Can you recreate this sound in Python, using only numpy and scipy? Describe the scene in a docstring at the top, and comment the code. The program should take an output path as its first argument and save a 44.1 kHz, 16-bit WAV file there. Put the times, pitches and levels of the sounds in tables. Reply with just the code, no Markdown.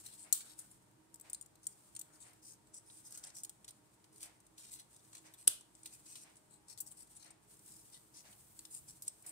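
"""Dry paper-pulp petals are joined with a small metal hand stapler, close by in a quiet, hard room.
First the stapler springs open with a snap: steel strikes steel and the frame rings. Its loose parts rattle
as it is picked up and slid over the pulp. Near 5.5 s it drives a staple with one sharp crack, and from
about 7.5 s its jaw creeps on with a bright hiss. Throughout, fingers rub the pulp and its edges click,
while far off a clock ticks each second and an appliance hums."""
import sys
import numpy as np
from scipy import signal
from scipy.fft import rfft, irfft, next_fast_len
from scipy.io import wavfile
from scipy.ndimage import uniform_filter1d

SR = 44100
rng = np.random.default_rng(int(sys.argv[2]) if len(sys.argv) > 2 else 0)


def unload_audio(sound):
    """Save the sound as a 16-bit wav file, at the path given as the first command line argument."""
    columns = np.transpose(np.atleast_2d(sound))
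    # keep every value between -1 and 1, then stretch to whole-number steps
    steps = np.round(np.clip(columns, -1, 1) * 32767)
    wavfile.write(sys.argv[1], SR, steps.astype(np.int16))


N = 410571
TIME = np.arange(N) / SR
BURST = np.arange(4096) / SR   # time axis of one impact, s


def spring_snap():
    """Release of stored elastic energy: the stapler springs open and its frame vibrates freely."""
    # Collisions within the snap. Each row: start in seconds, level in dB, 60 dB decay time in seconds.
    hits = [(.3261, -18, 0.016), (.3279, -22, 0.02), (.3305, -26.5, 0.042)]
    # Spectrum of the crack. Each row: frequency in Hz, gain in dB.
    spectrum = [(200, -40), (700, -29.5), (1250, -24), (2100, -31.5), (3300, -20.5), (4200, -13),
                (4900, -17), (5600, -12.5), (6200, -13.5), (6800, -3.5), (8300, 1.5), (9200, -3),
                (11000, -6), (12800, -10), (14300, -9), (15600, -5.5)]
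    # Modes of the open frame. Each row: frequency in Hz, level in dB, t60 in seconds, balance in dB.
    modes = [(4200, -32.5, 0.033, -1), (6780, -19, 0.026, 20), (7970, -18, .024, 14),
             (8420, -33.5, 0.072, 3), (9650, -23, .019, -3), (10290, -26, .028, 4), (11830, -29, .022, 13),
             (14020, -23, .016, 11), (5650, -38, .05, 6)]
    return snap(hits, spectrum, modes, ring_s=.3262, pan_db=5.0, lead_s=.0007,
                crack_send_db=9.0, ring_send_db=-9.0)


def staple_crack():
    """Impact excitation: the staple is driven home, and the frame rings in its clamped modes."""
    # Collisions within the stroke. Each row: start in seconds, level in dB, t60 in seconds.
    hits = [(5.4728, -35, 0.014), (5.475, -17.5, 0.0091), (5.4762, -16.5, 0.011), (5.4777, -15.5, 0.016),
            (5.4795, -23.5, 0.023)]
    # Spectrum of the crack. Each row: frequency in Hz, gain in dB.
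    spectrum = [(60, -36), (330, -17.5), (650, -21), (1050, -25.5), (1500, -15.5), (1950, -27),
                (2400, -20.5), (2850, -10.5), (4000, -12), (5600, -10.5), (6400, -8), (7300, -5),
                (8000, 0.5), (10200, .5), (10700, -8.5), (11400, -7), (15600, -12.5)]
    # Modes of the clamped frame. Each row: frequency in Hz, level in dB, t60 in seconds, balance in dB.
    modes = [(150, -58, .08, .5), (345, -53.5, .06, -4), (435, -54.5, .03, -2), (1480, -50, .025, -2),
             (2900, -37, .02, 16.5), (3090, -33.5, .016, 20), (3505, -32.5, .035, 16),
             (3950, -37, .025, 10), (5170, -32.5, .035, 8.5), (6360, -35.5, .035, 8), (7770, -27, .03, 4),
             (8420, -28, .025, 4), (9575, -22, 0.015, 2), (10090, -6, .012, -18), (11250, -30, .022, 4),
             (15300, -30, .025, 5)]
    return snap(hits, spectrum, modes, ring_s=5.4774, pan_db=5.5, lead_s=.00011,
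                crack_send_db=2.5, ring_send_db=-6.0)


def snap(hits, spectrum, modes, ring_s, pan_db, lead_s, crack_send_db, ring_send_db):
    """Collisions add in power; the hardest excites damped modes. Returns direct and wall-bound sound."""
    crack, ring = np.zeros((2, N)), np.zeros((2, N))
    start = hits[0][0]
    power = sum(decay(np.maximum(BURST - s + start, 0), t60, db) ** 2 * (BURST >= s - start)
                for s, db, t60 in hits)
    burst = contact(np.sqrt(power) * stereo_noise(len(BURST), coherence=0.067), spectrum)
    add(crack, start, unit_rms(burst) * np.sqrt(power.mean()) * panned(pan_db), lead_s)
    vibration = sum(panned(pan) * decay(BURST, t60, db) * np.sin(2 * np.pi * hz * BURST)
                    for hz, db, t60, pan in modes)
    add(ring, ring_s, vibration * rise(BURST, 0.00022), lead_s)
    return crack + ring, from_db(crack_send_db) * crack + from_db(ring_send_db) * ring


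def knocks_and_clicks():
    """Impulsive sources at the hands: loose steel parts collide and pulp edges catch."""
    # Steel knocks. Each row: start in seconds, level in dB, t60 in seconds, body and air gains in dB,
    # resonance of the struck part in Hz, its height in dB.
    knocks = [(1.1422, -49, .015, -7, 0, 8100, 9), (1.158, -55.5, .013, -9, -1, 8290, 3),
              (1.1985, -54, .013, -5, 7, 7000, 9), (1.211, -50, .014, -4, 2, 8000, 13),
              (1.2982, -44.5, .025, -9, 0, 8560, 5), (1.3313, -35.5, .011, -9, 0, 8900, 19),
              (1.338, -50, .014, -1, -6, 8400, 4), (1.3464, -40, 0.014, -2, -6, 8300, 7),
              (1.4118, -44.5, 0.008, -7, 0, 8800, 15), (1.4247, -53.5, .012, -12, -4, 8450, 7),
              (1.4604, -57.5, .02, -1, 1, 7810, 9), (1.555, -62.5, 0.015, 2, 4, 7610, 6),
              (1.668, -32.5, 0.012, -10, 0, 8700, 6), (1.9505, -46.5, .016, 1, -6, 8900, 10),
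              (1.9636, -42, .017, 6, -6, 8600, 6), (1.992, -41, 0.029, -11, 5, 8850, 7),
              (2.0127, -42.5, .022, 2.5, 2, 7740, 12), (3.4343, -40.5, .023, -6, -2, 8950, 6),
              (3.4476, -42.5, 0.021, -1, -2, 8800, 5), (3.4947, -45.5, 0.014, -3, 0, 8010, 5),
              (6.8032, -42, 0.0055, -11, 6, 9030, 3), (6.805, -36.5, .004, -11, 7, 9030, 9),
              (8.5912, -46, .016, 6.5, 0, 8200, 7), (8.652, -49, .012, 11, -4, 9200, 4),
              (9.0794, -32.5, .014, -6, -7, 8420, 11)]
    # Pulp clicks. Each row: start in seconds, level in dB, t60 in seconds, body and air gains in dB.
    clicks = [(.0618, -46, 0.036, 3, 2), (.406, -48.5, 0.067, 12, -6), (0.5896, -43.5, 0.029, -13, -5),
              (.9105, -72, .015, -7.5, 3), (2.3326, -62, .02, 0, 2), (2.742, -49.5, 0.031, -7, -10),
              (2.7755, -51, .028, -13, -15), (2.8993, -60, .02, 21, -5), (2.9067, -63, .02, -4, -3),
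              (3.107, -53.5, .03, -5, -2), (3.1745, -48.5, .046, -4, -4), (3.238, -45, .03, 2.5, -7),
              (3.247, -50, 0.017, -4, -7), (3.269, -50.5, 0.074, 2, -13), (3.367, -51, .018, 1, -3),
              (3.3847, -50, 0.011, 0, -3), (3.6448, -52.5, .025, 8.5, -7), (3.6794, -49.5, .03, 8, -2),
              (3.6865, -50.5, 0.044, 7, -2), (3.7066, -52, 0.016, -4, -4), (4.0418, -62.5, .03, 12, -5),
              (4.2291, -42.5, 0.015, 1, -4), (4.4658, -61.5, 0.021, -2, -4.5), (4.58, -54.5, 0.039, 7, -4),
              (4.93, -62, 0.016, 0, -3), (4.946, -62, .018, -6, -2), (4.963, -58.5, .018, -6, -4),
              (5.338, -52.5, 0.032, 6, 7), (5.609, -55, .015, -8.5, -10), (5.7512, -57.5, .02, -1, -13),
              (5.832, -52.5, .02, -5, -11), (5.858, -44.5, 0.03, 8.5, 1), (6.1549, -49, 0.052, 13.5, 0),
              (6.356, -62, .02, -2, -8), (6.3668, -58, 0.053, -4.5, -13), (6.7762, -50.5, .012, 4, 1),
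              (6.7816, -50.5, .025, 0, -3), (6.7865, -49.5, .035, -2, -2), (6.8075, -39.5, 0.055, -8, 5),
              (7.1663, -55, .035, -13, -7), (7.3053, -54, 0.033, -9, -10), (7.592, -60, .025, -1, -3),
              (7.9, -61, .012, -2, -3), (8.3275, -58.5, .025, 12, -1), (9.0214, -44, .061, -6, 4),
              (9.224, -56.5, .02, -12, -6), (9.2632, -46.5, 0.05, -14, -2), (9.293, -45.5, 0.024, -16, -2)]
    out = np.zeros((2, N))
    for strike, rows in ((steel_knock, knocks), (pulp_click, clicks + chance_clicks())):
        for s, db, *timbre in rows:
            add_at_hands(out, s, strike(*timbre) * from_db(db))
    return out


def steel_knock(t60, body_db, air_db, ring_hz, ring_db, rebound_s=.002):
    """Elastic rebound: steel strikes, bounces and chatters, exciting the frame and the struck part."""
    # Resonances of the hand-held stapler. Each row: frequency in Hz, half width in Hz, height in dB.
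    frame = [(3520, 160, 4), (4350, 260, 2.5), (5250, 170, 5), (6990, 170, 8), (7700, 90, 3),
             (10260, 190, 3.5), (13600, 280, 5)]
    size = len(BURST)
    force = grains(size, grain_db=1.5, coherence=0.5) * decay(BURST, t60) * rise(BURST, .0002)
    force[:, 0] += 1.9   # first touch
    force[:, int(rebound_s * rng.uniform(.7, 1.3) * SR)] += 1.3
    peaks_db = resonances(size, frame, vary_db=2.5, detune=0.021)
    peaks_db += peak(size, ring_hz, half_width_hz=190, db=ring_db)
    return impact(force, body_db, air_db, peaks_db)


def pulp_click(t60, body_db, air_db):
    """Transient excitation: a pulp edge catches with one impulse and a quickly damped chatter."""
    force = grains(len(BURST), grain_db=1.0, coherence=0.41) * decay(BURST, t60) * rise(BURST, 0.00039)
    force[:, 0] += 1.7   # first touch
    return impact(force, body_db, air_db)


def chance_clicks(per_s=1.7, level_db=-65, spread_db=3, t60=0.029, air_db=-4.0):
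    """A random point process: pulp edges catch faintly by chance. Returns rows of pulp clicks."""
    draws = rng.random((int(per_s * N / SR), 3))
    return [(when * N / SR, level_db + spread_db * (2 * strength - 1), t60, 6 * (2 * body - 1), air_db)
            for when, strength, body in draws]


def impact(force, body_db, air_db, peaks_db=0):
    """Transient response: a brief blow is filtered into a click, with rms 1 over the first 5 ms."""
    # Spectrum of a click as heard, with the microphones' bright 8-9 kHz peak.
    # Each row: frequency in Hz, gain in dB.
    spectrum = [(200, -23.5), (1500, -22), (2500, -18.5), (3800, -10.5), (5600, -6.5), (7200, -2),
                (8600, 3), (9600, 1.5), (10600, -7.5), (13000, -8.5), (16000, -10)]
    edge_db = -2.0 + 0.37 * body_db   # the 5-6 kHz edge rises with the body
    sound = contact(force, spectrum, body_db, edge_db, air_db, ripple_db=4.5, peaks_db=peaks_db)
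    return sound / np.sqrt(np.mean(sound[:, :SR // 200] ** 2))


def rubs(attack_s=.018, release_s=0.025, arch_db=3.5, spot_changes_per_s=22):
    """Sliding friction: each stroke presses hardest half way and wanders between two spots of pulp."""
    # Strokes of fingers and steel. Each row: start and length in seconds, level in dB,
    # body, edge and air gains in dB, brightest treble peak heard in Hz, crinkle from 0 to 1.
    strokes = [(0.04, 0.12, -60.5, 6, -4, -5, 8130, 0.7), (.181, 0.07, -53, -2, -8, -8, 8740, 0.36),
               (0.459, 0.079, -57.5, 6, -1, -1, 8120, 0.34), (.582, 0.032, -55, -5, -7, -3, 8890, .4),
               (0.705, 0.022, -60, -10, -7, -1, 9050, .4), (1.633, .031, -59, -4, 0, -2, 8550, .6),
               (1.715, 0.017, -63, -3, -1, -2, 8500, .3), (2.133, 0.03, -62.5, -2, 2, -3, 8500, 0.5),
               (2.207, .03, -53.5, -4, -9, -9, 7730, .3), (2.249, 0.038, -59.5, -3, -3, -4, 8250, .3),
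               (2.43, 0.11, -56, -3, 1, -1.5, 8450, 0.3), (2.738, 0.05, -54.5, -7, 1, -10, 8020, .6),
               (2.864, .13, -58, -5, -2, -7, 9150, 0.6), (3.051, 0.033, -53.5, -8, 0, -2, 9540, .3),
               (3.108, 0.089, -52.5, -0.5, 3, -1, 7860, 0.66), (3.237, 0.068, -57.5, 7.5, 6, -6, 8300, 0.8),
               (3.349, 0.055, -50, -7, 4, -2, 7800, .7), (4.129, 0.058, -63, 1, -3, -1, 8720, .4),
               (4.206, .054, -50, 4.5, -5, -2, 7840, 0.2), (4.58, .12, -56, 6.5, 3.5, -1.5, 8040, 0.44),
               (4.715, 0.044, -49.5, 0, -3, 1.5, 8690, 0.2), (4.772, 0.045, -56, 8, 2.5, -1, 8600, 0.66),
               (4.933, .073, -68, 2, 5, -1, 8300, .9), (5.132, 0.053, -54, 10, 1, -4, 7990, 0.57),
               (5.256, 0.022, -59, 5, 7, -3, 8400, .3), (5.382, 0.048, -56.5, 2.5, -5, -2, 8470, 0.3),
               (5.848, 0.035, -53.5, 4, -5, -5, 9390, .6), (5.916, 0.038, -55, 0.5, 0, 1, 8100, .3),
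               (6.065, .17, -54, 3.5, 0.5, -2, 8640, 0.25), (6.508, 0.06, -60, -5, -13, -7, 7960, .4),
               (6.687, 0.045, -51.5, 1, 2, -1.5, 8400, .5), (6.866, 0.02, -52.5, -7, -2.5, 0, 8170, .5),
               (6.913, 0.015, -52, -9, -15, -5, 9000, 0.4), (6.972, .062, -55, -6, -4, -4, 8290, 0.25),
               (7.154, 0.033, -54.5, -7, -11, -11, 8400, .6), (7.198, .085, -59, 5, 1, -4, 8860, 0.35),
               (7.661, .16, -59, -5.5, -0.5, -1, 9080, 0.54),
               (7.927, .046, -56.5, 6.5, 0.5, -4, 8870, 0.23), (8.144, 0.062, -54, 5, 3.5, -3, 8900, 0.13),
               (8.254, 0.027, -62, 12, 3, -3, 8700, .4), (8.712, 0.077, -48.5, -8, -6.5, -5, 9030, 0.4),
               (8.885, 0.02, -48, -5.5, -1.5, -4, 7600, 0.54), (9.028, .02, -58, -7, -4, 6, 9080, .7),
               (9.066, .02, -51.5, 3, 0, -5, 8340, 0.6), (9.267, 0.033, -51, -5, -11, -4, 9070, .5)]
    out, size = np.zeros((2, N)), 16384
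    t = np.arange(size) / SR - attack_s
    for s, length, db, *timbre, crinkle in strokes:
        pressure_db = np.interp(t, [-attack_s, 0, length / 2, length, length + release_s, t[-1]],
                                [-30, -arch_db, 0, -arch_db, -22, -90])
        here, there = (scrape(friction(size, crinkle), *timbre) for _ in range(2))
        angle = np.pi / 2 * wander(size, SR / spot_changes_per_s)
        sound = np.cos(angle) * here + np.sin(angle) * there
        add_at_hands(out, s - attack_s, sound * from_db(db + pressure_db))
    return out


def friction(size, crinkle, catches_per_s=130, catch_t60=0.027, catch_db=7.5):
    """Stick-slip force: the share crinkle of its power comes in bursts as fibres catch and give way."""
    catches = (rng.random(size) < catches_per_s / SR) * from_db(catch_db * rng.uniform(-1, 1, size)) ** 2
    power_kept = decay(1 / SR, catch_t60) ** 2   # from one sample to the next
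    bursts = signal.lfilter([1], [1, -power_kept], catches + 1e-18)
    power = 1 - crinkle + crinkle * bursts / bursts.mean()
    return grains(size, grain_db=4.5, coherence=0.37) * np.sqrt(power)


def scrape(force, body_db, edge_db, air_db, peak_hz):
    """Resonant filtering of friction by the pulp; peak_hz is the brightest treble peak heard. Rms 1."""
    # Resonances of the petals. Each row: frequency in Hz, half width in Hz, height in dB.
    petal = [(2400, 150, 2.5), (3830, 220, 2.9), (5130, 200, 2.5), (5950, 220, 2.5), (7040, 150, 2),
             (9450, 260, 2), (10800, 180, 3)]
    # Spectrum of a rub as heard, with the microphones' bright 8-9 kHz peak.
    # Each row: frequency in Hz, gain in dB.
    spectrum = [(200, -22), (1500, -20.5), (2500, -18), (3700, -12.5), (4800, -7.5), (5600, -7), (7000, -4),
                (8200, 1), (9200, 0.5), (10500, -6), (12500, -9.5), (16000, -12)]
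    size = force.shape[1]
    peaks_db = resonances(size, petal, vary_db=3.5, detune=.035)
    peaks_db += peak(size, peak_hz, half_width_hz=260, db=5.5)
    return unit_rms(contact(force, spectrum, body_db, edge_db, air_db, ripple_db=4.5, peaks_db=peaks_db))


def finger_hiss(cracks_per_s=30, crack_db=21):
    """Frictional creep: skin on pulp gives a faint, uneven hiss, and now and then a fibre cracks."""
    # The hiss follows the firmness of the grip. Each row: time in seconds, level in dB.
    grip = [(0, -57), (.3, -68), (.6, -63), (.95, -81.5), (1.3, -68.5), (1.55, -80), (1.85, -67),
            (2.05, -71), (2.65, -77), (3.0, -65.5), (3.6, -73.5), (4.1, -76), (4.24, -69), (4.45, -80.5),
            (5.1, -66.5), (5.68, -74.5), (5.82, -64), (6.6, -77.5), (7.1, -64.5), (7.38, -88),
            (7.44, -65.5), (7.7, -63.5), (8.1, -67.5), (8.7, -63), (9.31, -66.5)]
    # Spectrum of the hiss as heard, with the microphones' bright 8-9 kHz peak.
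    # Each row: frequency in Hz, gain in dB.
    spectrum = [(200, -15.5), (2000, -17), (4000, -13), (6500, -9.5), (8500, 2), (9400, -1.5),
                (10500, -9.5), (12300, -11.5), (15500, -13)]
    creep = grains(N, grain_db=2.0, coherence=.15) * from_db(3.35 * wander(N, SR / 35))
    cracks = (rng.random(N) < cracks_per_s / SR) * rng.uniform(-1, 1, (2, N)) * from_db(crack_db)
    hiss = coloured(creep + cracks, spectrum) * from_db(np.interp(TIME, *np.transpose(grip)))
    out = np.zeros((2, N))
    add(out, 0, hiss * panned(1.6), lead_s=.0003)
    return out


def jaw_hiss():
    """Roughness noise: the steel jaw creeps over the pulp with a fine, very bright hiss."""
    # Course of the slide. Each row: time in seconds, level in dB.
    slide = [(7.45, -86), (7.66, -66), (7.95, -73), (8.1, -77), (8.35, -68), (8.8, -66), (9.1, -78),
             (9.31, -67)]
    # Spectrum of the hiss as heard. 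Each row: frequency in Hz, gain in dB.
    spectrum = [(200, -30), (5000, -19), (8500, -2), (11000, -1), (15500, -1)]
    level_db = np.interp(TIME, *np.transpose(slide), left=-120)
    return from_db(level_db) * coloured(grains(N, grain_db=2.0, coherence=.3), spectrum)


def bumps_and_scuffs():
    """Slow forces excite low frequencies: hands lean and lift dully. Faint scuffs sound further off."""
    # Shifts of weight on the surface. Each row: centre and half width in seconds, level in dB.
    bumps = [(.75, .14, -75.5), (2.6, .12, -79), (6.878, .04, -74), (7.359, .046, -76), (7.74, 0.13, -71),
             (8.45, .18, -74), (8.9, 0.11, -68.5)]
    # Spectrum of a bump. Each row: frequency in Hz, gain in dB.
    bump_spectrum = [(25, -10), (60, -2), (120, 7), (220, -1.5), (380, -16), (800, -34), (3000, -70)]
    # Distant scuffs. Each row: centre and half width in seconds, level in dB.
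    scuffs = [(.46, 0.074, -71), (.62, 0.056, -73.5), (2.13, .07, -73), (3.2, .11, -72)]
    # Spectrum of a scuff. Each row: frequency in Hz, gain in dB.
    scuff_spectrum = [(200, -17), (650, 0.5), (1050, -8), (1480, 2.5), (2100, -8), (5000, -25),
                      (16000, -45)]
    return swells(bumps, bump_spectrum, coherence=.91) + swells(scuffs, scuff_spectrum, coherence=.1)


def swells(rows, spectrum, coherence):
    """Amplitude modulation: Gaussian envelopes shape coloured noise into soft swells."""
    envelope = sum(from_db(db) * np.exp(-((TIME - s) / width) ** 2) for s, width, db in rows)
    return envelope * coloured(stereo_noise(N, coherence), spectrum)


def room(x, first_echo_s=0.0056, build_s=0.0048):
    """Reverberation: diffuse echoes from hard walls build up and decay, the treble soonest."""
    # Spectrum of the echoes. Each row: frequency in Hz, gain in dB.
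    spectrum = [(200, -3), (1200, 2), (3000, 3.5), (6000, -1.5), (8500, -4.5), (10200, -2.5), (13000, -1),
                (16000, -3)]
    # Reverberation time. Each row: frequency in Hz, t60 in seconds.
    t60s = [(200, 0.38), (3000, 0.35), (8500, 0.27), (16000, 0.22)]
    t = np.arange(SR * 3 // 4) / SR
    centres = np.geomspace(200, 16000, 12)
    white, tail = rfft(rng.standard_normal((2, len(t)))), 0
    for hz, share in zip(centres, np.eye(len(centres))):
        band = irfft(white * np.interp(bins(len(t)), centres, share), len(t))
        tail = tail + band * decay(t, at_hz(t60s, hz), at_hz(spectrum, hz))
    onset = rise(np.maximum(t - first_echo_s, 0), build_s)
    response = unit_rms(tail * onset) / np.sqrt(len(t))   # unit energy
    return signal.fftconvolve(x, response, axes=1)[:, :N]


def clock(first_tick_s=.235, level_db=-65, rise_s=0.04, t60=0.34):
    """Diffuse field: each second a far clock's tick arrives only as a reverberant swell of noise."""
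    # Spectrum of a tick. Each row: frequency in Hz, gain in dB.
    spectrum = [(200, -18), (700, 2.5), (1200, -5), (2200, -1), (3200, -8.5), (5000, -10), (9000, -15),
                (16000, -29)]
    age = (TIME - first_tick_s) % 1
    swell = rise(age, rise_s) * decay(age, t60)
    return from_db(level_db) * swell / swell.max() * coloured(rng.standard_normal((2, N)), spectrum)


def room_rumble(level_db=-70):
    """Spatial coherence: the long waves of the room's noise reach both microphones nearly alike."""
    # Likeness of the two sides. Each row: frequency in Hz, left-right correlation.
    correlation = [(50, 0.84), (250, 0.63), (600, 0), (1500, 0), (16000, 0)]
    # Spectrum of the ambient noise. Each row: frequency in Hz, gain in dB.
    spectrum = [(20, -29), (42, -24), (57, -5.5), (78, -11), (115, 4), (160, -1.5), (260, -6), (320, -3),
                (500, -10), (950, -9.5), (1500, -14.5), (3000, -21), (6000, -22.5), (8700, -17.5),
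                (12000, -27), (16000, -30.5)]
    size = next_fast_len(N)
    coherence = at_hz(correlation, bins(size))
    mid, side = rfft(rng.standard_normal((2, size)))
    noise = irfft(np.sqrt(1 + coherence) * mid + np.sqrt(1 - coherence) * side * [[1], [-1]], size)
    return from_db(level_db) * coloured(noise[:, :N], spectrum)


def appliance_hum(waver_rad=.9, swell_db=5.0, wavers_per_s=13):
    """Random modulation: each tone of an appliance's hum wavers in phase and strength."""
    # Tones of the hum. Each row: frequency in Hz, level in dB, left-right balance in dB.
    tones = [(58, -86.5, .5), (205, -88.5, 0), (304.6, -83.5, -4), (320.4, -79.5, -10.5), (421, -88, -13),
             (616, -90, 9), (830, -90.5, 11.5), (917, -94, -1.5), (934, -88.5, -1.5)]
    hum = np.zeros((2, N))
    for hz, db, pan in tones:
        phase = waver_rad * wander(N, SR / wavers_per_s)
        swell = from_db(swell_db * wander(N, SR / wavers_per_s))
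        hum += panned(pan) * from_db(db) * unit_rms(swell * np.sin(2 * np.pi * hz * TIME + phase))
    return hum


def contact(force, spectrum, body_db=0, edge_db=0, air_db=0, ripple_db=0, peaks_db=0):
    """Source and filter: the force is whitened, then given the colour heard from this contact."""
    size = force.shape[1]
    hz = bins(size)
    # body is the range below 4.3 kHz, edge 4.9-6.4 kHz, air above 11.5 kHz
    tilt_db = np.interp(hz, [4300, 4900, 6400, 7500, 9800, 11500],
                        [body_db, edge_db, edge_db, 0, 0, air_db])
    fine_db = ripple_db * wander(len(hz), size / 400)   # fine resonances
    return minimum_phase(whiten(force), at_hz(spectrum, hz) + tilt_db + fine_db + peaks_db)


def resonances(size, table, vary_db, detune):
    """Loading: fingers damp and detune an object's resonances anew at each contact; gain in dB."""
    draws = rng.standard_normal((len(table), 2))
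    return sum(peak(size, hz * (1 + detune * shift), width, db + vary_db * lift)
               for (hz, width, db), (lift, shift) in zip(table, draws))


def peak(size, hz, half_width_hz, db):
    """Resonance: a bell-shaped gain curve in dB."""
    return db / (1 + ((bins(size) - hz) / half_width_hz) ** 2)


def grains(size, grain_db, coherence):
    """Microscopic stick-slip: dense, tiny impulses of uneven strength; rms 1."""
    return unit_rms(stereo_noise(size, coherence) * from_db(grain_db * wander(size, SR / 1500)))


def stereo_noise(size, coherence):
    """Partial coherence: only a share of an extended source's noise is common to both microphones."""
    common = np.sqrt(coherence) * rng.standard_normal(size)
    return common + np.sqrt(1 - coherence) * rng.standard_normal((2, size))


def add_at_hands(out, s, sound):
    """Level and time cues: the further left the hands, the more the left side leads in both."""
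    # Where the hands work. Each row: time in seconds, left-right balance in dB.
    path = [(0, 7), (.6, 4), (1.2, 5.5), (2.0, 6), (2.8, 2), (4.2, 1.5), (5.9, 2), (6.8, 7), (7.8, 4),
            (9.31, 2)]
    pan_db = np.interp(s, *np.transpose(path))
    add(out, s, sound * panned(pan_db), lead_s=.0003 + .00003 * pan_db)


def add(out, s, sound, lead_s):
    """Path difference: a sound mixed in at time s reaches the right microphone lead_s later."""
    for channel, lag in enumerate((0, round(lead_s * SR))):
        i = int(np.clip(s * SR + lag, 0, N - 1))
        out[channel, i:i + sound.shape[1]] += sound[channel, :N - i]


def microphones(x):
    """Frequency response: each microphone colours the treble of close sounds in its own way."""
    # Treble balance. Each row: frequency in Hz, left minus right in dB.
    balance = [(2000, 0), (5000, 0.5), (7000, 1.5), (8100, 2), (9100, -4.5), (10000, -3), (12000, 0),
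               (15500, 0)]
    size = next_fast_len(N)
    gains = from_db(np.array([[.5], [-.5]]) * at_hz(balance, bins(size)))
    return irfft(rfft(x, size) * gains, size)[:, :N]


def whiten(x):
    """Inverse filtering: flatten the broad humps in the spectrum of a random burst."""
    power = uniform_filter1d(np.mean(np.abs(rfft(x)) ** 2, axis=0), size=x.shape[1] // 128)
    return minimum_phase(x, -10 * np.log10(power / power.mean() + 1e-9))


def minimum_phase(x, gain_db):
    """Causality: filter with the minimum phase of a gain curve, so that nothing sounds early."""
    size = x.shape[-1]
    cepstrum = irfft(np.log(from_db(gain_db)), size)
    cepstrum[..., 1:size // 2] *= 2
    cepstrum[..., size // 2 + 1:] = 0
    return irfft(rfft(x) * np.exp(rfft(cepstrum)), size)


def coloured(x, spectrum):
    """Spectral shaping with zero phase; rms 1."""
    size = next_fast_len(N)
    return unit_rms(irfft(rfft(x, size) * from_db(at_hz(spectrum, bins(size))), size)[..., :N])


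def wander(size, step):
    """Slow noise: a random curve of spread about 1 that turns every step points."""
    return np.interp(np.arange(size) / step, np.arange(size + 1), rng.standard_normal(size + 1))


def decay(t, t60, start_db=0):
    """Exponential damping: the amplitude falls 60 dB in t60 seconds."""
    return from_db(start_db - 60 * t / t60)


def rise(t, rise_s):
    """First-order build-up from 0 towards 1."""
    return 1 - np.exp(-t / rise_s)


def panned(pan_db):
    """Constant-power gains, the left pan_db above the right."""
    return unit_rms(from_db(np.array([[.5], [-.5]]) * pan_db))


def at_hz(points, hz):
    """Interpolation on a logarithmic frequency axis."""
    frequencies, values = np.transpose(points)
    return np.interp(np.log(hz), np.log(frequencies), values)


def bins(size):
    return np.maximum(np.fft.rfftfreq(size, 1 / SR), 1)


def from_db(db):
    return 10 ** (np.asarray(db) / 20)


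def unit_rms(x):
    return x / np.sqrt(np.mean(x ** 2) + 1e-20)


def scene(handling_send_db=-1.5, room_db=-15.5):
    """Superposition: the direct sound of stapler and hands, its echoes, and the background."""
    spring, spring_to_walls = spring_snap()
    staple, staple_to_walls = staple_crack()
    handling = microphones(knocks_and_clicks() + rubs() + finger_hiss() + jaw_hiss())
    to_walls = spring_to_walls + staple_to_walls + from_db(handling_send_db) * handling
    # the walls mix both sides
    echoes = from_db(room_db) * (room(to_walls) + room(to_walls[::-1])) / np.sqrt(2)
    background = bumps_and_scuffs() + clock() + room_rumble() + appliance_hum()
    return spring + staple + handling + echoes + background


def record(dry, cutoff_hz=15600):
    """Band limiting: a steep elliptic low-pass removes the highest treble."""
    return signal.sosfilt(signal.ellip(10, .2, 70, cutoff_hz, fs=SR, output="sos"), dry)


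dry = scene()
out = record(dry)
unload_audio(out)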